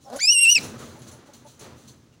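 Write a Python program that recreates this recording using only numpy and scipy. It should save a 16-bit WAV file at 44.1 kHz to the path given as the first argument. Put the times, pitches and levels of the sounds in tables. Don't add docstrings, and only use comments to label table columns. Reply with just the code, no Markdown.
import sys
import numpy as np
from scipy import signal
from scipy.fft import rfft, irfft
from scipy.io import wavfile
from scipy.ndimage import uniform_filter1d

SR = 44100
rng = np.random.default_rng(int(sys.argv[2]) if len(sys.argv) > 2 else 0)


def bounce(signal):
    frames = np.transpose(np.atleast_2d(signal))
    limited = np.clip(frames, -1, 1)
    pcm = np.round(limited * 32767).astype(np.int16)
    wavfile.write(sys.argv[1], SR, pcm)


N = 97020
T = np.arange(N) / SR

# (time [s], frequency [Hz])
SQUEAL_PITCH = [(0.184, 1440), (0.192, 1500), (0.196, 1514), (0.206, 2100), (0.212, 2220), (0.232, 2390),
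                (0.256, 2450), (0.326, 2941), (0.368, 2737), (0.382, 2776), (0.392, 2756), (0.438, 2786),
                (0.464, 2643), (0.522, 2962), (0.548, 2843), (0.576, 2472), (0.588, 2050), (0.596, 2075)]
# (time [s], roughness [ratio])
ROUGHNESS = [(.185, 1.1), (.205, 1), (.218, 0.25), (.262, 0), (.28, 0), (.335, 0.07), (.36, 0.04),
             (.435, 0), (.452, .18), (.47, 0), (.505, 0.11), (.535, 0), (.555, .3), (.57, 0.1), (.585, 1.1)]
# (time [s], level [dB])
FUNDAMENTAL_LEVEL = [(0.184, -44), (0.218, -30), (0.254, -26), (0.268, -35), (0.286, -21.5), (0.3, -16),
                     (0.312, -31), (0.326, -18), (0.336, -23.5), (0.38, -18), (0.408, -18.5), (0.494, -11),
                     (0.546, -31.5), (0.552, -21.5), (0.566, -13), (0.584, -29.5), (0.596, -74)]
OCTAVE_LEVEL = [(0.184, -65), (0.214, -30.5), (0.248, -18.5), (0.268, -22), (0.276, -14.5), (0.306, -12),
                (0.372, -34), (0.386, -25), (0.396, -35.5), (0.422, -26), (0.464, -43), (0.5, -16),
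                (0.53, -12), (0.54, -33), (0.554, -14), (0.586, -31), (0.596, -49)]
UPPER_LEVEL = [(0.184, -55), (0.206, -26.5), (0.266, -24), (0.282, -34), (0.384, -14.5), (0.408, -26.5),
               (0.418, -15.5), (0.448, -19), (0.458, -29), (0.494, -23), (0.536, -27.5), (0.556, -38),
               (0.568, -19), (0.596, -56.5)]
UPPER_OFFSETS = [-2, -15.5, -33.5, -30, -42]
# (time [s], gain [dB])
STRAIN = [(.19, -12), (.215, -7), (.26, 4.5), (.3, 2), (.35, -4.5), (.44, 3.5), (.48, 2), (.53, 7),
          (.56, -4), (.59, -6)]
# (time [s], rate [Hz], depth [dB])
FLUTTER = [(.36, 920, -51.5), (.388, 720, -29.5), (.405, 520, -25.5), (.43, 440, -27.5), (.45, 420, -45)]
# (time [s], depth [dB])
DOUBLING = [(.185, -8.5), (.205, -21), (.235, -16.5), (.255, -29.5), (.27, -47.5)]
# (time [s], duration [s], gain [dB])
CATCHES = [(.263, 0.0081, -10.5), (0.503, 0.013, -7.5), (0.55, 0.0043, 0.5), (0.568, 0.0085, -6)]
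def squeal():
    jitter_depth, shimmer_db, rough_hz = .013, 4.5, 260
    waver_db, waver_hz = 3.0, 75
    pitch = uniform_filter1d(curve(SQUEAL_PITCH), size=220)
    rough = np.clip(curve(ROUGHNESS), 0, 1)
    phase = phase_of(pitch * (1 + jitter_depth * rough * drift(rough_hz)))
    levels = [curve(FUNDAMENTAL_LEVEL), curve(OCTAVE_LEVEL)]
    for k, offset in enumerate(UPPER_OFFSETS, 3):
        strain = curve(STRAIN) if k > 3 else 0
        levels.append(curve(UPPER_LEVEL) + offset + strain + waver_db * drift(waver_hz))
    flutter_hz, flutter_db = curve(FLUTTER), curve(FLUTTER, column=2)
    flutter = from_db(flutter_db) * during(FLUTTER) * np.cos(phase_of(flutter_hz))
    tone = 0
    for k, db in enumerate(levels, 1):
        shimmer = shimmer_db * rough * drift(rough_hz)
        tone += from_db(db + shimmer) * np.sin(k * (phase + flutter))
    tone *= from_db(sum(db * swell(start, length) for start, length, db in CATCHES))
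    doubling = from_db(curve(DOUBLING)) * during(DOUBLING) * np.cos(phase / 2)
    voice = np.sqrt(2) * tone * (1 + flutter + doubling) * gate(start=.183, end=.598, edge=.0052)
    throat_low_cut = signal.butter(4, 1590, "high", fs=SR, output="sos")
    return signal.sosfilt(throat_low_cut, voice)


# (time [s], level [dB])
AIR_LEVEL = [(.18, -49.5), (.21, -47.5), (.25, -49.5), (.28, -38.5), (.33, -42.5), (.37, -52), (.42, -44.5),
             (.455, -36), (.48, -42), (.51, -38), (.54, -41), (.555, -43), (.585, -42.5), (.62, -42)]
# (frequency [Hz], gain [dB])
AIR_SPECTRUM = [(300, -31.5), (1500, -31), (2250, -26), (3000, -5.5), (4200, 1), (6500, 2), (8500, -7),
                (11000, -11.5), (12800, -20), (15000, -7.5)]
# (time [s], duration [s], level [dB])
RASPS = [(0.436, 0.022, -37), (0.49, 0.013, -42), (0.497, 0.024, -30), (0.548, 0.016, -27),
         (.575, 0.014, -40)]
def squeal_air():
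    steady = from_db(curve(AIR_LEVEL)) * during(AIR_LEVEL)
    cracks = sum(from_db(db) * swell(start, length) for start, length, db in RASPS)
    turbulence = noise() * from_db(2 * drift(rate_hz=400))
    return coloured(turbulence, AIR_SPECTRUM) * np.hypot(steady, cracks)


# (time [s], frequency [Hz], level [dB])
GRUNT_CONTOUR = [(.045, 189.9, -59), (.068, 194.2, -50), (.097, 203.6, -46), (.102, 204.4, -36),
                 (.113, 222, -42.5), (.135, 245.8, -32), (.157, 269.3, -32), (.175, 291, -36.5),
                 (.195, 270, -60.5)]
# (frequency [Hz], gain [dB])
GRUNT_RASP_SPECTRUM = [(150, -15.5), (300, -2), (500, -6.5), (800, 0.5), (8000, 0.5)]
# (frequency [Hz], bandwidth [Hz], gain [dB])
FORMANTS = [(222.2, 55, 0.5), (385.5, 130, -7.5), (542, 182, 5), (738.5, 199, 2), (980, 220, -9.5),
            (1690, 260, -24), (3647, 1500, -26)]
def grunt():
    jitter_depth, rasp_gain = .06, 1.1
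    pitch, db = curve(GRUNT_CONTOUR), curve(GRUNT_CONTOUR, column=2)
    cycles = np.cumsum(pitch * (1 + jitter_depth * drift(rate_hz=100))) / SR
    pulses = unit_power(np.diff(np.floor(cycles), prepend=0))
    rasp = rasp_gain * coloured(noise(), GRUNT_RASP_SPECTRUM)
    return resonate(pulses + rasp, FORMANTS) * from_db(db) * during(GRUNT_CONTOUR)


# (time [s], attack [s], decay [s], level [dB])
BRUSH_STROKES = [(.0, .03, 0.12, -58), (.11, 0.093, 0.023, -50), (.59, 0.047, 0.064, -40),
                 (.775, 0.019, 0.14, -46.5), (1.014, 0.0056, 0.062, -51), (1.063, 0.023, 0.019, -45.5),
                 (1.11, 0.0056, 0.067, -54.5), (1.25, .02, .06, -58.5), (1.33, 0.0078, 0.05, -49),
                 (1.451, 0.034, .07, -51.5), (1.59, 0.024, 0.059, -46.5), (1.75, 0.034, 0.16, -56.5),
                 (1.868, 0.016, 0.032, -48.5), (2.12, .02, 0.019, -68)]
# (frequency [Hz], gain [dB])
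BRUSH_SPECTRUM = [(300, -15), (1000, -6), (2000, -18.5), (3000, -6), (4300, -4.5), (5200, -12), (6400, -3),
                  (8200, -8), (10800, -11.5), (12800, -24), (15000, -11)]
# (frequency [Hz], bandwidth [Hz], gain [dB])
WIRE_MODES = [(4080, 260, -5.5), (5950, 100, 1.5), (6360, 140, -3.5), (7050, 150, -4), (10100, 140, -11.5)]
def brushes():
    rustle = coloured(friction(), BRUSH_SPECTRUM)
    wires = from_db(-3.5) * resonate(noise(), WIRE_MODES)
    return stroke_envelope(BRUSH_STROKES) * unit_power(rustle + wires)


# (time [s], attack [s], decay [s], level [dB])
CLAW_STROKES = [(.1, 0.00092, 0.0015, -48.5), (.137, .001, .005, -52), (.158, .007, 0.018, -36),
                (.62, 0.024, 0.034, -42.5), (.99, 0.00067, 0.0091, -60), (1.113, .003, 0.038, -50),
                (1.333, 0.0051, 0.031, -64), (1.593, 0.0027, 0.014, -46)]
# (frequency [Hz], gain [dB])
CLAW_SPECTRUM = [(1500, -3), (4500, -12.5), (6200, 5.5), (7300, 2.5), (8300, -7.5), (10500, 3.5),
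                 (12500, -21.5), (15000, -12)]
def scrapes():
    return stroke_envelope(CLAW_STROKES) * coloured(friction(), CLAW_SPECTRUM)


# (time [s], level [dB])
SHOVE_LEVEL = [(0, -66), (.3, -70), (.42, -65), (.46, -58), (.54, -65.5), (.575, -44.5), (.64, -39.5),
               (.72, -46.5), (.83, -44), (.92, -50), (1.08, -52), (1.22, -52), (1.42, -57.5), (1.58, -61.5),
               (1.615, -45.5), (1.69, -48), (1.75, -53), (1.83, -57.5), (1.9, -58), (2.0, -63.5),
               (2.2, -64.5)]
# (frequency [Hz], gain [dB])
SHOVE_SPECTRUM = [(30, -36), (100, -9.5), (250, 0.5), (500, 0.5), (800, -7), (1300, -7), (2500, -15),
                  (5000, -19.5), (12000, -41)]
def shoving():
    return coloured(noise(), SHOVE_SPECTRUM) * from_db(curve(SHOVE_LEVEL) + drift(rate_hz=34))


# (time [s], level [dB])
RUMBLE_LEVEL = [(0, -56), (.3, -64), (.54, -73), (.58, -44.5), (.64, -38.5), (.72, -41), (.79, -43.5),
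                (.92, -45), (1.0, -48.5), (1.1, -46.5), (1.24, -59.5), (1.38, -53), (1.58, -60),
                (1.69, -47.5), (1.76, -46.5), (1.82, -55), (1.9, -51.5), (1.98, -56.5), (2.2, -60)]
# (frequency [Hz], gain [dB])
RUMBLE_SPECTRUM = [(20, -44.5), (35, -29), (52, -21.5), (85, 6.5), (125, 3.5), (160, -2.5), (250, 3.5),
                   (400, -6), (900, -41.5)]
# (frequency [Hz], bandwidth [Hz], gain [dB])
FLOOR_MODES = [(123.5, 11, 0), (230.6, 14, -3.5)]
def floor_rumble():
    push = coloured(noise(), RUMBLE_SPECTRUM)
    ring = from_db(0.5) * resonate(noise(), FLOOR_MODES)
    return unit_power(push + ring) * from_db(curve(RUMBLE_LEVEL))


# (time [s], duration [s], frequency [Hz], level [dB])
HOOT_NOTES = [(0.052, 0.053, 262, -45.5), (0.231, 0.023, 257, -48.5), (0.944, 0.055, 285, -52.5),
              (1.123, 0.056, 290, -52.5), (1.283, 0.027, 292, -50), (1.444, 0.041, 292.6, -47)]
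# (frequency [Hz], gain [dB])
HOOT_SPECTRUM = [(260, -15.5), (520, -14), (580, 1), (780, 2), (880, 0.5), (1150, -21.5), (1500, -22.5),
                 (2500, -50)]
def hoots():
    jitter = 1 + 0.031 * drift(rate_hz=120)
    spectrum_hz, spectrum_db = np.transpose(HOOT_SPECTRUM)
    out = 0
    for start, length, hz, db in HOOT_NOTES:
        phase = phase_of(hz * jitter)
        gains = from_db(np.interp(hz * np.arange(1, 6), spectrum_hz, spectrum_db))
        note = unit_power(sum(gain * np.sin(k * phase) for k, gain in enumerate(gains, 1)))
        out += from_db(db) * note * gate(start, start + length, edge=length / 3)
    return out


# (time [s], duration [s], frequency [Hz], level [dB])
PAW_RUBS = [(0.747, 0.03, 1280, -46.5), (0.78, 0.084, 1260, -48.5), (0.82, 0.023, 1650, -49.5),
            (1.862, 0.068, 4250, -57), (2.115, .05, 2800, -63.5)]
def rubs():
    width_hz = 133
    return sum(from_db(db) * swell(start, length) * resonate(noise(), [(hz, width_hz, 0)])
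               for start, length, hz, db in PAW_RUBS)


# (time [s], frequency [Hz], level [dB], time to fall 60 dB [s])
WIRE_PLUCKS = [(.991, 11100, -52.5, 0.1), (1.447, 9850, -60, 0.15), (1.882, 6150, -53.5, 0.26)]
def pings():
    out = 0
    for start, hz, db, t60 in WIRE_PLUCKS:
        age = np.maximum(T - start, 0)
        out += from_db(db - 60 * age / t60) * np.sin(2 * np.pi * hz * age)
    return out


# (time [s], frequency [Hz], level [dB])
WHISTLE_CONTOUR = [(.025, 5170, -85.5), (.055, 5550, -54), (.08, 5150, -69.5), (.105, 4914, -61.5)]
def whistle():
    hz, db = curve(WHISTLE_CONTOUR), curve(WHISTLE_CONTOUR, column=2)
    return from_db(db) * np.sin(phase_of(hz)) * during(WHISTLE_CONTOUR)


# (delay [s], gain [dB])
REFLECTIONS = [(.0031, -29.5), (.0074, -19), (0.0129, -21)]
def reverberate(x):
    t60_s, tail_db = 0.4, -21
    t = T[:SR // 2]
    tail = rng.standard_normal(len(t)) * from_db(-60 * t / t60_s)
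    early = sum(from_db(db) * np.interp(T - delay, T, x) for delay, db in REFLECTIONS)
    late = signal.fftconvolve(x, tail / np.linalg.norm(tail))[:N]
    return x + early + from_db(tail_db) * late


# (frequency [Hz], gain [dB])
OUTDOOR_SPECTRUM = [(20, -25), (50, -1), (100, 5), (300, -3), (700, -17.5), (2000, -23.5), (4500, -20),
                    (6300, -19), (9000, -28.5), (13000, -35.5), (15000, -31)]
def background():
    return from_db(-62) * coloured(noise(), OUTDOOR_SPECTRUM)


def friction():
    grains_per_s, grain_gain = 580, 0.32
    grains = unit_power((rng.random(N) < grains_per_s / SR) * noise())
    return noise() + grain_gain * grains


def stroke_envelope(rows):
    power = 0
    for start, attack, decay, db in rows:
        rise = np.clip((T - start) / attack, 0, 1)
        fall = np.exp(-np.maximum(T - start - attack, 0) / decay)
        power += (from_db(db) * rise * fall) ** 2
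    return np.sqrt(power)


def resonate(x, modes):
    out = 0
    for k, (hz, width, db) in enumerate(modes):
        radius = np.exp(-np.pi * width / SR)
        b = (1 - radius ** 2) / 2 * np.array([1, 0, -1])
        a = [1, -2 * radius * np.cos(2 * np.pi * hz / SR), radius ** 2]
        out += (-1) ** k * from_db(db) * signal.lfilter(b, a, x)
    return unit_power(out)


def coloured(x, spectrum):
    hz, db = np.transpose(spectrum)
    bin_hz = np.maximum(np.arange(N // 2 + 1) * SR / N, 1)
    gain = from_db(np.interp(np.log(bin_hz), np.log(hz), db))
    return unit_power(irfft(rfft(x) * gain, N))


def drift(rate_hz):
    pole = np.exp(-2 * np.pi * rate_hz / SR)
    smooth = signal.lfilter([1], [1, -2 * pole, pole ** 2], rng.standard_normal(N + SR))
    return unit_power(smooth[SR:])


def noise():
    return rng.standard_normal(N)


def phase_of(hz):
    return 2 * np.pi * np.cumsum(hz) / SR


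def curve(rows, column=1):
    points = np.transpose(rows)
    return np.interp(T, points[0], points[column])


def gate(start, end, edge):
    return np.sin(np.pi / 2 * np.clip(np.minimum(T - start, end - T) / edge, 0, 1)) ** 2


def swell(start, length):
    return gate(start, start + length, edge=length / 2)


def during(rows):
    return gate(rows[0][0], rows[-1][0], edge=.005)


def from_db(db):
    return 10 ** (np.asarray(db) / 20)


def unit_power(x):
    return x / np.sqrt(np.mean(x ** 2) + 1e-20)


def scene():
    calls = reverberate(squeal() + squeal_air() + grunt() + hoots() + whistle())
    outdoors = background()
    scuffle = brushes() + scrapes() + shoving() + floor_rumble() + rubs() + pings()
    return (calls + scuffle + outdoors)[None]


def record(dry):
    cutoff_hz = 15800
    return signal.sosfilt(signal.ellip(12, .1, 80, cutoff_hz, fs=SR, output="sos"), dry)


dry = scene()
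out = record(dry)
bounce(out)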